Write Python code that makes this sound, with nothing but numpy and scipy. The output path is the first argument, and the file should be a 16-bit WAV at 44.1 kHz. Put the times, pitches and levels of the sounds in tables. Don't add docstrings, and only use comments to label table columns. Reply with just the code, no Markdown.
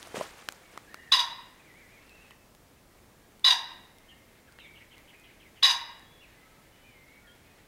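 import sys
import numpy as np
from scipy import signal
from scipy.fft import rfft, irfft
from scipy.io import wavfile
from scipy.ndimage import uniform_filter1d

SR = 44100
rng = np.random.default_rng(int(sys.argv[2]) if len(sys.argv) > 2 else 0)


def dump(signal):
    limited = np.clip(np.atleast_2d(signal).T, -1, 1)
    pcm = np.round(limited * 32767).astype(np.int16)
    wavfile.write(sys.argv[1], SR, pcm)


N = 338247
TIME = np.arange(N) / SR

# frequency_hz, density_db
AIR_SPECTRUM = [(12, -35.5), (20, -3), (53, -1.5), (221, -5.5), (284, -5.5), (317, -6.5), (355, -6.5),
                (419, -8.5), (469, -8), (1320, -15), (1430, -18.5), (1890, -19), (2060, -23), (5170, -23),
                (15800, -27)]
# frequency_hz, gain_db
CHORUS_SPECTRUM = [(900, -37), (1500, -5.5), (2100, -1), (3000, -8.5), (4000, -11), (6000, -35)]
# frequency_hz, t60_s
ECHO_DECAY = [(400, 1), (1000, 0.6753), (2000, 0.77), (3450, 0.59), (3880, 0.68), (4300, .5), (5000, 0.5),
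              (8000, 0.31), (14000, 0.54)]
# frequency_hz, gain_db
ECHO_SPECTRUM = [(400, -7), (850, -1), (1000, -4.5), (1200, -3.5), (2000, -9), (3000, -12.5), (3550, -13),
                 (3880, -14.5), (4150, -14), (5000, -9), (8000, -8), (14000, -11)]

# start_s, length_s, level_db, start_hz, middle_hz, end_hz, swing_hz, swings_per_s
BIRD_WHISTLES = [ (.868, 0.27, -57, 1650, 1920, 1690, 87, 28),
                 (1.645, 0.36, -59.5, 2200, 2140, 2330, 200, 6.9),
                 (2.081, 0.19, -60, 2690, 2620, 2670, 102, 14), (3.95, 0.3, -69, 2080, 2110, 2123, 20, 8.7),
                 (4.614, 0.17, -60, 2275, 2280, 2240, 35, 8.5),
                 (5.13, 0.15, -63.5, 2580, 2480, 2520, 22, 10.4),
                 (6.043, 0.18, -64, 3280, 3390, 3360, 22, 12),
                 (6.364, 0.104, -64.5, 2080, 2027, 2080, 20, 9.6),
                 (6.718, 0.24, -68, 2990, 3000, 3030, 11, 8.3),
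                 (6.835, 0.38, -62.5, 2400, 2180, 2160, 110, 3.1),
                 (7.27, 0.062, -61, 3300, 3200, 3260, 40, 20.2)]
# start_s, length_s, level_db, start_hz, end_hz
BIRD_SLURS = [(1.592, 0.028, -60, 2600, 2150), (2.303, 0.022, -55, 3045, 1390),
              (4.08, 0.055, -56, 3210, 2770), (4.468, .045, -63, 1700, 1250),
              (4.581, .11, -60.5, 3840, 3170), (6.2, .065, -58, 2864, 2190), (7.23, .07, -64.5, 1900, 1570)]
# delay_s, length_s, level_db, start_hz, middle_hz, end_hz, buzz_share (of the pitch)
CHIRP_NOTES = [(0, .052, -55.5, 3300, 2860, 2916, .07), (.055, 0.04, -55, 1832, 2210, 1880, 0.083)]

# start_s, level_db, pitch_hz
BOOT_THUDS = [(0.1442, -26.5, 460), (0.1697, -27.5, 570), (0.179, -28.5, 216), (.199, -28, 492),
              (0.211, -20, 624)]
# start_s, knock_db, pitch_hz, crack_db
TWIG_SNAPS = [(0.0287, -32, 3670, -37), (0.0723, -38.5, 650, -38), (0.4875, -20, 1550, -46),
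              (0.4879, -19, 5700, -20.5), (0.523, -43.5, 889, -30), (0.7762, -25.5, 1240, -32),
              (0.944, -28.5, 1400, -28.5), (2.3086, -42, 1100, -43), (4.588, -36, 1870, -54),
              (4.9812, -50, 4000, -44.5)]
# frequency_hz, gain_db
CRACK_SPECTRUM = [(200, -19), (1000, 0.5), (3000, 3), (6000, -1.5), (9000, -2.5), (16000, -10.5)]
# peak_s, level_db
WEIGHT_SHIFTS = [(0.161, -38), (.21, -46), (.385, -52.5), (.5, -55), (.725, -56)]
# frequency_hz, density_db
RUSTLE_SPECTRUM = [(50, -61), (130, -16.5), (200, -6), (450, -1.5), (1000, -2), (2000, -3.5), (3050, -7.5),
                   (6000, -12), (8800, -14), (15500, -26.5)]

# start_s, length_s, fade_s, level_db, shriek_hz, rasp_db, low_note_db, push_share (0-1)
CROW_SYLLABLES = [ (1.1149, .026, 0.06, -17, 3950, -2.5, -12, .85),
                  (1.185, 0.019, 0.027, -25, 3840, 0.5, -10, 0.14),
                  (3.4395, 0.046, 0.059, -19, 3922, -3, -17, 0.87),
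                  (3.501, 0.0081, .022, -19, 3764, 0.5, -15.5, 0.16),
                  (3.516, 0.0097, 0.027, -21.5, 3766, -4.5, -12.5, 0.06),
                  (5.623, 0.039, 0.089, -18.5, 3925, -2, -15, 0.99),
                  (5.695, .019, 0.024, -26.5, 3830, 2, -7.5, 0.07)]
# centre_hz, width_hz, gain_db
WINDPIPE_RESONANCES = [(1037, 80, -17), (2016, 400, -15.5), (2936, 290, -8), (3533, 400, -3),
                       (3765, 280, -2), (4925, 400, -3.5), (5940, 1000, -17.5), (8650, 830, -35)]
WINDPIPE_PITCH_HZ = 3920
# frequency_hz, gain_db
RASP_SPECTRUM = [(300, -70.5), (550, -34.5), (750, -25.5), (1300, -26.5), (2500, -13.5), (4400, -24.5),
                 (5600, -27.5), (7000, -36), (8000, -31), (9500, -34), (12000, -36.5), (16000, -49)]


def gain_of(db):
    return 10 ** (np.asarray(db) / 20)


def unit_rms(x):
    return x / np.sqrt(np.mean(x ** 2) + 1e-20)


def phase_of(hz):
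    return 2 * np.pi * np.cumsum(hz) / SR


def value_at(table, hz):
    table_hz, values = np.transpose(table)
    return np.interp(np.log(hz + 1), np.log(table_hz), values)


def add(mix, start_s, sound):
    part = mix[max(round(start_s * SR), 0):][:len(sound)]
    part += sound[:len(part)]


def colour(x, spectrum, size=4096):
    log_gain = np.log(gain_of(value_at(spectrum, abs(np.fft.fftfreq(size, 1 / SR)))))
    taps = np.fft.ifft(np.exp(np.conj(signal.hilbert(log_gain)))).real
    return signal.fftconvolve(x, taps[:size // 2])[:len(x)]


def wander(count, rate_hz):
    spectrum = rfft(rng.standard_normal(count + SR))
    hz = np.arange(len(spectrum)) * SR / (count + SR)
    return unit_rms(irfft(spectrum / (1 + (hz / rate_hz) ** 4)))[:count]


def evening_air(level_db=-59):
    air = unit_rms(colour(rng.standard_normal(N), AIR_SPECTRUM, size=16384))
    return air * gain_of(level_db + 0.27 * wander(N, rate_hz=4))


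def background_dip(start_s=2.36, depth_db=-7.5, recovery_s=2.55):
    return gain_of(np.interp(TIME, [start_s - .05, start_s, start_s + recovery_s], [0, depth_db, 0]))


def distant_chorus(level_db=-65.5):
    blur = unit_rms(colour(rng.standard_normal(N), CHORUS_SPECTRUM))
    return blur * gain_of(level_db + 1.5 * wander(N, rate_hz=12)) * background_dip()


def wood_echo(x, near_db=0, near_t60_s=0.24, build_s=0.018, far_db=-0.5, echoes_per_s=3000):
    t = np.arange(SR) / SR
    near, far = rng.standard_normal((2, SR)) * (rng.random((2, SR)) < echoes_per_s / SR)
    hz, frame_s, bands = signal.stft(far, SR, nperseg=256)
    decay = gain_of(-60 * frame_s / value_at(ECHO_DECAY, hz)[:, None])
    opening = np.minimum(t / build_s, 1)
    far = signal.istft(bands * decay, SR, nperseg=256)[1][:SR] * opening
    near = near * opening * gain_of(-60 * t / near_t60_s)
    response = gain_of(far_db) * far / np.linalg.norm(far) + gain_of(near_db) * near / np.linalg.norm(near)
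    return signal.fftconvolve(x, colour(response, ECHO_SPECTRUM))[:N]


def arch(length_s, start_hz, middle_hz, end_hz):
    parabola = np.polyfit([0, .5, 1], [start_hz, middle_hz, end_hz], 2)
    return np.polyval(parabola, np.linspace(0, 1, int(length_s * SR)))


def bird_note(hz, level_db, warble_share, taper=.5):
    warbled_hz = hz * (1 + warble_share * wander(SR // 2, rate_hz=190)[:len(hz)])
    return gain_of(level_db) * unit_rms(np.sin(phase_of(warbled_hz)) * signal.windows.tukey(len(hz), taper))


def faint_birds(level_db=-67.5, centre_hz=2130, spread_octaves=0.73, length_s=.11, count=20):
    out = np.zeros(N)
    for slot, (shift, pitch, size, *bends) in enumerate(rng.uniform(-1, 1, (count, 6))):
        start_s = (slot + .5 + shift / 2) / count * N / SR
        pitches_hz = centre_hz * 2 ** (spread_octaves * pitch) * (1 + .035 * np.array(bends))
        add(out, start_s, bird_note(arch(length_s, *pitches_hz), level_db + 3 * size, warble_share=.005))
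    return out * background_dip()


def songbirds():
    out = np.zeros(N)
    for start_s, length_s, level_db, *pitches_hz, swing_hz, swings_per_s in BIRD_WHISTLES:
        hz = arch(length_s, *pitches_hz)
        hz += swing_hz * np.cos(2 * np.pi * swings_per_s * TIME[:len(hz)])
        add(out, start_s, bird_note(hz, level_db, warble_share=.014, taper=0.1))
    for start_s, length_s, level_db, start_hz, end_hz in BIRD_SLURS:
        hz = arch(length_s, start_hz, start_hz + 0.306 * (end_hz - start_hz), end_hz)
        add(out, start_s, bird_note(hz, level_db, warble_share=0.037))
    return out


def chirping_bird(start_s=4.583, every_s=.162, fade_db_per_s=7, flutter_db=-8, count=7):
    out = np.zeros(N)
    for elapsed_s in np.arange(count) * every_s:
        for delay_s, length_s, level_db, *pitches_hz, buzz_share in CHIRP_NOTES:
            note = bird_note(arch(length_s, *pitches_hz), level_db - fade_db_per_s * elapsed_s, buzz_share)
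            flutter = gain_of(flutter_db) * wander(SR // 2, rate_hz=455)[:len(note)]
            add(out, start_s + elapsed_s + delay_s, note * (1 + flutter))
    return out


def rustle_gain(opening_db=-50.5, fade_db_per_s=17.5, floor_db=-65.5, cutoff_s=2.29, cutoff_db_per_s=130,
                rise_s=0.022, fall_db_per_s=126.5):
    parts = [gain_of(opening_db - fade_db_per_s * TIME),
             gain_of(floor_db - cutoff_db_per_s * np.maximum(TIME - cutoff_s, 0))]
    for peak_s, level_db in WEIGHT_SHIFTS:
        rise = np.clip(1 + (TIME - peak_s) / rise_s, 0, 1)
        parts.append(rise * gain_of(level_db - fall_db_per_s * np.maximum(TIME - peak_s, 0)))
    return np.linalg.norm(parts, axis=0)


def rustle(patchy_db=2.5):
    bands = signal.stft(rng.standard_normal(N), nperseg=256)[2]
    patches = uniform_filter1d(rng.standard_normal(bands.shape), size=14, axis=0)
    patches = unit_rms(uniform_filter1d(patches, size=2, axis=1))
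    rubs = signal.istft(bands * gain_of(patchy_db * patches), nperseg=256)[1][:N]
    return rustle_gain() * unit_rms(colour(rubs, RUSTLE_SPECTRUM))


def snap(knock_db, hz, t60_s, crack_db, crack_t60_s=0.0061, overtone_ratio=1.6, overtone_db=-7):
    t = np.arange(3000) / SR
    phase = 2 * np.pi * hz * t
    knock = np.sin(phase) + gain_of(overtone_db) * np.sin(overtone_ratio * phase)
    burst = rng.standard_normal(len(t)) * gain_of(crack_db - 60 * t / crack_t60_s)
    return knock * gain_of(knock_db - 60 * t / t60_s) + colour(burst, CRACK_SPECTRUM)


def walker(ring_cycles=12, tick_hz=3000, tick_count=7, low_cut_hz=130):
    out = np.zeros(N)
    for start_s, level_db, hz in BOOT_THUDS:
        add(out, start_s, snap(level_db, hz, t60_s=0.026, crack_db=-45))
    for start_s, knock_db, hz, crack_db in TWIG_SNAPS:
        add(out, start_s, snap(knock_db, hz, ring_cycles / hz, crack_db))
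    for when, size in rng.random((tick_count, 2)):
        tick = snap(knock_db=-56, hz=tick_hz, t60_s=ring_cycles / tick_hz, crack_db=-47 + 3 * size)
        add(out, when * N / SR, tick)
    return signal.sosfilt(signal.butter(2, low_cut_hz, "high", fs=SR, output="sos"), out + rustle())


def resonate(x, hz, width_hz):
    carrier, pole = np.exp(1j * phase_of(hz)), np.exp(-np.pi * width_hz / SR)
    return 2 * (carrier * signal.lfilter([(1 - pole) ** 2], [1, -2 * pole, pole ** 2], x / carrier)).real


def windpipe_rasp(flaps, shriek_hz, flap_depth=0.49):
    puffs = (1 + flap_depth * flaps) * rng.standard_normal(len(flaps))
    rasp = colour(puffs, RASP_SPECTRUM)
    for centre_hz, width_hz, gain_db in WINDPIPE_RESONANCES:
        rasp += gain_of(gain_db) * resonate(puffs, centre_hz * shriek_hz / WINDPIPE_PITCH_HZ, width_hz)
    return rasp / np.sqrt(uniform_filter1d(rasp ** 2, size=500) + 1e-12)


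def jittered_phase(hz, share, rate_hz, count):
    return phase_of(hz * (1 + share * wander(count, rate_hz)))


def syrinx(length_s, fade_s, top_hz, rasp_db, low_db, push, scoop_s=.0095, rest_hz=3846, flap_hz=310,
           swell_s=0.0057, shriek_fade_s=.015, low_hold_s=0.0015, count=6000):
    t = np.arange(count) / SR
    end_s = length_s + fade_s / 2
    bends_s = [scoop_s / 2, scoop_s, max(0.62 * length_s, scoop_s), max(end_s, scoop_s)]
    shriek_hz = np.interp(t, bends_s, [top_hz * (1 - .125 * push), top_hz, top_hz, rest_hz])
    low_hz = (991.3 + 103.9 * push) * (1 - 0.098 * np.minimum(t / end_s, 1) ** 2)
    flaps = np.cos(jittered_phase(flap_hz, share=0.308, rate_hz=150, count=count))
    shriek = np.sin(jittered_phase(shriek_hz, share=.009, rate_hz=400, count=count)) * (1 + 0.2 * flaps)
    low_note = np.sin(jittered_phase(low_hz, share=.026, rate_hz=300, count=count))
    onset = gain_of(-36 * np.maximum(1 - t / swell_s, 0))
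    after_s = np.maximum(t - length_s, 0)
    shriek = unit_rms(shriek) * gain_of(-20 * after_s / shriek_fade_s)
    rasp = windpipe_rasp(flaps, shriek_hz) * gain_of(rasp_db - 20 * after_s / fade_s)
    low_note = unit_rms(low_note) * gain_of(low_db - 20 * np.maximum(after_s - low_hold_s, 0) / fade_s)
    return onset * shriek + onset ** 2 * (rasp + low_note)


def pheasant(low_cut_hz=620):
    out = np.zeros(N)
    for start_s, length_s, fade_s, level_db, *voice in CROW_SYLLABLES:
        add(out, start_s, gain_of(level_db) * syrinx(length_s, fade_s, *voice))
    return signal.sosfilt(signal.butter(4, low_cut_hz, "high", fs=SR, output="sos"), out)


def scene():
    crows = pheasant()
    song = songbirds() + chirping_bird() + faint_birds()
    underfoot = walker()
    echoes = wood_echo(crows + gain_of(-21.5) * underfoot)
    song_echoes = wood_echo(song, near_db=-3.5, near_t60_s=0.31, build_s=0.015)
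    far_song = gain_of(-2.0) * song + gain_of(2.5) * song_echoes
    return (evening_air() + distant_chorus() + far_song + echoes + underfoot + crows)[None]


def record(dry):
    lowpass = signal.firwin(511, cutoff=15850, window=("kaiser", 9), fs=SR)
    return signal.oaconvolve(dry, lowpass[None], "same")


dry = scene()
out = record(dry)
dump(out)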